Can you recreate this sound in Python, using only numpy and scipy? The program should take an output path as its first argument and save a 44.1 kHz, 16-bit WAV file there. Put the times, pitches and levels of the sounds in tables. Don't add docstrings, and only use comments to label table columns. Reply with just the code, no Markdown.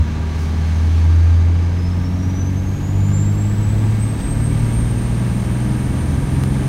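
import sys
import numpy as np
from scipy.fft import rfft, irfft, next_fast_len
from scipy.io import wavfile
from scipy.ndimage import map_coordinates

SR = 44100
rng = np.random.default_rng(int(sys.argv[2]) if len(sys.argv) > 2 else 0)


def transcribe(u):
    v = np.clip(np.atleast_2d(u).T, -1, 1)
    q = np.round(v * 32767).astype(np.int16)
    wavfile.write(sys.argv[1], SR, q)


N = 294588

# freq_hz, left_right_correlation
STEREO_LIKENESS = [(25, .988), (100, .994), (250, .98), (400, .92), (600, .88), (1000, .925), (2500, .93),
                   (3800, .97), (4900, 1)]
# freq_hz, relative_db
ROAD_SPECTRUM = [(17, -57), (25, -8), (38, -8), (60, -3.5), (90, -6.5), (150, -14.5), (300, -24),
                 (800, -60)]
RUSTLE_SPECTRUM = [(800, -17), (2500, -4), (4500, 0), (6400, -2), (7500, -10), (9000, -5), (10500, -13.5),
                   (15000, -16)]
INTAKE_SPECTRUM = [(2000, 6.5), (5000, -5.5), (8800, 5), (9800, -1), (10450, -11.5), (11400, 0.5),
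                   (12500, -4), (13500, -5), (15800, -17)]
EXHAUST_SPECTRUM = [(40, -41), (90, 9.5), (150, 17), (220, 10.5), (300, 12), (380, 5.5), (520, 3), (600, 0),
                    (670, 2), (760, -2.5), (940, -0.5), (1100, -13), (2000, -15.5), (6000, -46)]
CLATTER_SPECTRUM = [(300, -46), (700, -6.5), (1000, -7.5), (1350, -5), (2250, -7.5), (2700, -8.5),
                    (4200, -12.5), (5100, -15.5), (6500, -17), (7400, -21.5), (15000, -42)]
# freq_hz, relative_db
BUZZ_SPECTRUM = [(200, -15.5), (330, 1.5), (420, 4.5), (560, -3), (680, -10), (760, -18), (930, -7.5),
                 (1200, -21.5), (1600, -37)]
# time_s, relative_db
ROAD_ENVELOPE = [(0.1, -34), (1.6, -43), (1.82, -32), (4.05, -27), (4.7, -24.5), (5.01, -28), (6.6, -28)]
CLATTER_ENVELOPE = [(0.1, -39.5), (0.82, -38.5), (2.53, -43), (4.55, -39), (6.31, -39), (6.6, -38.5)]
# centre_s, half_length_s, level_db
RUSTLE_SWELLS = [(.42, .06, -48.5), (0.848, 0.6, -49.5), (2.306, 0.013, -55), (4.203, .025, -44),
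                 (6.1, 0.052, -51)]
# start_s, peak_db
TICK_EVENTS = [(6.4372, -10)]
# centre_hz, width_hz, gain_db
DUCT_RESONANCES = [(4860, 260, -7), (5190, 170, 7), (5440, 60, 6), (5700, 70, 7), (6020, 260, 12),
                   (7260, 130, 7), (7570, 330, 8), (8010, 200, -7), (8216, 45, 10), (8396, 65, 14),
                   (8495, 50, 7), (8650, 100, 9), (8920, 300, -6), (8937, 30, 6)]
DASH_RESONANCES = [(834, 81, 10), (956, 16, 14), (1162, 176, 8.5), (1604, 62, 8.5), (1766, 130, 3),
                   (2000, 80, 3), (2230, 106, 5.5), (3920, 150, 1), (6000, 130, 6), (6380, 98, 8)]
CAB_RESONANCES = [(59.7, 2.8, 7.5), (83.15, 7.7, 17), (96.5, 3.26, -10), (97.4, 10.8, 10.5), (107.6, 12, 5),
                  (110.1, 1.3, -8), (126, 6, -7), (141, 8.1, 4.5), (149.7, 10.4, 18.5), (165.3, 5.8, -10),
                  (180.6, 19.5, 7.5), (202.6, 21, 9.5), (229.4, 11, 8.5), (251.8, 25, -4.5),
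                  (277.3, 28.4, 12.5), (307, 9.6, 8.5), (394.6, 14, 8)]
# base_hz, boost_span_hz, halfway_s, time_constant_s, revs_span_hz
BIG_SPOOL = (9800, 1930, 2.1, .28, -30)
SMALL_SPOOL = (3917, 4430, 2.624, .704, 715)
# time_s, firing_hz
FIRING_RATE = [(0, 77.6), (1, 81.9), (1.5, 84.9), (2.5, 93.6), (3.5, 103.8), (4.5, 112.5), (5, 117.1),
               (6, 124.8), (6.68, 132)]
# cycle_multiple, low_revs_db, high_revs_db
MAIN_ORDERS = [(6, -26.5, -16.5), (9, -40.5, -35), (12, -33.5, -35.5), (18, -35.5, -49.5)]
# cycle_multiple, low_revs_db, high_revs_db
WEAK_ORDERS = [(3, -37, -28.5), (4, -54.5, -36), (5, -41.5, -51), (7, -64, -38.5), (8, -40, -42.5),
               (10, -53.5, -33.5), (11, -50.5, -37.5), (13, -55, -40.5), (14, -66, -45), (15, -43, -43.5),
               (20, -50, -56), (21, -52.5, -48.5), (22, -58, -54), (24, -51, -61.5), (30, -45.5, -47)]

CYLINDERS = 6
EXHAUST_DB, BUZZ_DB = (-33, -27.5), (-46.5, -42)
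INTAKE_DB, WHINE_DB = (-60.5, -47.5), (-69, -61)
WHISTLE_DB, RUSH_DB = (-55, -44), (-58, -43)


def amp(db):
    return 10 ** (np.asarray(db) / 20)


def unit(x):
    return x / np.sqrt(np.mean(np.abs(x) ** 2) + 1e-20)


def between(ends, share):
    return ends[0] + (ends[1] - ends[0]) * share


def along(points, hz):
    freq_hz, values = np.transpose(points)
    return np.interp(np.log(hz + 1), np.log(freq_hz + 1), values)


def curve(points):
    return np.interp(np.arange(N) / SR, *np.transpose(points))


def wobble(rate_hz):
    knots = rng.standard_normal(int(N * rate_hz / SR) + 4)
    return map_coordinates(knots, [np.arange(N) * rate_hz / SR])


def phase_rad(hz):
    return 2 * np.pi * np.cumsum(hz) / SR


def filtered(x, response):
    size = next_fast_len(N + SR // 4)
    return irfft(rfft(x, size) * response(np.fft.rfftfreq(size, 1 / SR)), size)[..., :N]


def flutter(width_hz):
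    real, imag = filtered(rng.standard_normal((2, N)), lambda hz: np.exp(-hz / width_hz))
    return unit(real + 1j * imag)


def resonance_db(modes, hz):
    return sum(db / (1 + (2 * (hz - centre_hz) / width_hz) ** 2) for centre_hz, width_hz, db in modes)


def cab_ripple(hz, depth_db, spacing_hz):
    return amp(depth_db * map_coordinates(rng.standard_normal(SR), [hz / spacing_hz]))


def cab_noise(spectrum, gate=1, modes=()):
    def response(hz):
        colour = amp(along(spectrum, hz) + resonance_db(modes, hz))
        ripple = cab_ripple(hz, depth_db=1.9 * hz / (hz + 1800), spacing_hz=50)
        spread_rad = np.arccos(np.clip(along(STEREO_LIKENESS, hz), -1, 1)) / 2
        return colour * ripple * [np.cos(spread_rad), np.sin(spread_rad)]
    mid, side = filtered(gate * rng.standard_normal((2, N)), response)
    return unit(np.array([mid + side, mid - side]))


def road_rumble():
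    return amp(curve(ROAD_ENVELOPE) + 3.5) * cab_noise(ROAD_SPECTRUM)


def rustles(side_gain=0.078):
    t = np.arange(N) / SR
    swells = sum(amp(db) * np.exp(-((t - centre_s) / half_s) ** 2)
                 for centre_s, half_s, db in RUSTLE_SWELLS)
    mid, side = unit(filtered(rng.standard_normal((2, N)), lambda hz: amp(along(RUSTLE_SPECTRUM, hz))))
    return swells * (mid + side_gain * side * [[1], [-1]])


def tick(t60_s=0.0036):
    out, t = np.zeros(N), np.arange(SR // 50) / SR
    for start_s, peak_db in TICK_EVENTS:
        out[round(start_s * SR):][:len(t)] -= amp(peak_db - 60 * t / t60_s)
    return out


def thump_gain(length_s=.031, gain_db=13):
    return amp(curve([(length_s - .004, gain_db), (length_s, 0)]))


def intake_hiss(boost):
    return amp(between(INTAKE_DB, boost)) * cab_noise(INTAKE_SPECTRUM)


def spool(turbo, revs):
    base_hz, boost_span_hz, halfway_s, lag_s, revs_span_hz = turbo
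    boost = 1 / (1 + np.exp((halfway_s - np.arange(N) / SR) / lag_s))
    return boost, base_hz + boost_span_hz * boost + revs_span_hz * revs


def big_turbo(boost, blade_hz):
    line = amp(3 * wobble(rate_hz=5)) * flutter(width_hz=70)
    air = flutter(width_hz=600)
    return .7 * amp(between(WHINE_DB, boost)) * np.real((line + air) * np.exp(1j * phase_rad(blade_hz)))


def small_turbo(boost, blade_hz):
    blade_rad = phase_rad(blade_hz + 6 * wobble(rate_hz=14))
    whistle_db = between(WHISTLE_DB, boost) + resonance_db(DUCT_RESONANCES, blade_hz)
    rush_db = between(RUSH_DB, boost ** 2)
    sweep_hz_per_s = np.gradient(blade_hz) * SR
    depth = .45 + (sweep_hz_per_s / 1300) ** 2
    flicker = (1 + depth * flutter(width_hz=18)) / np.hypot(1, depth)
    tone = amp(whistle_db) * flicker + amp(rush_db) * flutter(width_hz=580)
    octave = amp(rush_db - 11) * flutter(width_hz=700)
    return np.real(tone * np.exp(1j * blade_rad) + octave * np.exp(2j * blade_rad))


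def block_buzz(cycle_rad, revs, size=4096, orders=80):
    strength = np.where(np.arange(orders) % 3, .45, 1)
    one_cycle = irfft(strength * np.exp(2j * np.pi * rng.random(orders)), size)
    shake = np.interp(cycle_rad / (2 * np.pi), np.arange(size) / size, one_cycle, period=1)
    def response(hz):
        return amp(along(BUZZ_SPECTRUM, hz)) * cab_ripple(hz, depth_db=2.8, spacing_hz=22)
    return amp(between(BUZZ_DB, revs)) * unit(filtered(shake, response))


def firing_bursts(cycle_rad, decay, uneven_db):
    firings = cycle_rad * CYLINDERS / (2 * np.pi)
    strength = amp(uneven_db * unit(rng.standard_normal(CYLINDERS)))
    return strength[firings.astype(int) % CYLINDERS] * np.exp(-decay * (firings % 1))


def combustion(cycle_rad, revs):
    puffs = firing_bursts(cycle_rad, decay=0.29, uneven_db=0.5)
    exhaust = cab_noise(EXHAUST_SPECTRUM, puffs)
    knocks = firing_bursts(cycle_rad, decay=0.23, uneven_db=0.46)
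    clatter = cab_noise(CLATTER_SPECTRUM, knocks, DASH_RESONANCES)
    exhaust_db = between(EXHAUST_DB, revs) + 0.11 * wobble(rate_hz=5.7)
    clatter_db = curve(CLATTER_ENVELOPE) + 1.5 + 0.47 * wobble(rate_hz=15)
    return amp(exhaust_db) * exhaust + amp(clatter_db) * clatter


def engine_note(cycle_rad, firing_hz, revs, stereo_rad=0.021):
    def line(row, waver):
        order = round(row[0])
        level_db = between(row[1:], revs) + resonance_db(CAB_RESONANCES, order * firing_hz / CYLINDERS)
        envelope = amp(level_db) * (1 + waver * flutter(width_hz=3.7))
        return envelope * np.exp(1j * (order * cycle_rad + rng.uniform(0, 2 * np.pi)))
    note = thump_gain() * line(MAIN_ORDERS[0], waver=0.019 + 0.36 * revs ** 2)
    note += sum(line(row, waver=.2) for row in MAIN_ORDERS[1:])
    note += sum(line(row, waver=.35) for row in WEAK_ORDERS)
    return np.real(note * np.exp(1j * stereo_rad * np.array([[1], [-1]])))


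def scene():
    firing_hz = curve(FIRING_RATE)
    cycle_rad = phase_rad(firing_hz / CYLINDERS)
    revs = (firing_hz - firing_hz.min()) / np.ptp(firing_hz)
    boost, blade_hz = spool(SMALL_SPOOL, revs)
    background = road_rumble() + intake_hiss(boost)
    engine = engine_note(cycle_rad, firing_hz, revs)
    engine += block_buzz(cycle_rad, revs) + combustion(cycle_rad, revs)
    turbos = small_turbo(boost, blade_hz) + big_turbo(*spool(BIG_SPOOL, revs))
    return background + rustles() + tick() + turbos + engine


def record(dry):
    return filtered(dry, lambda hz: hz < 15850)


dry = scene()
out = record(dry)
transcribe(out)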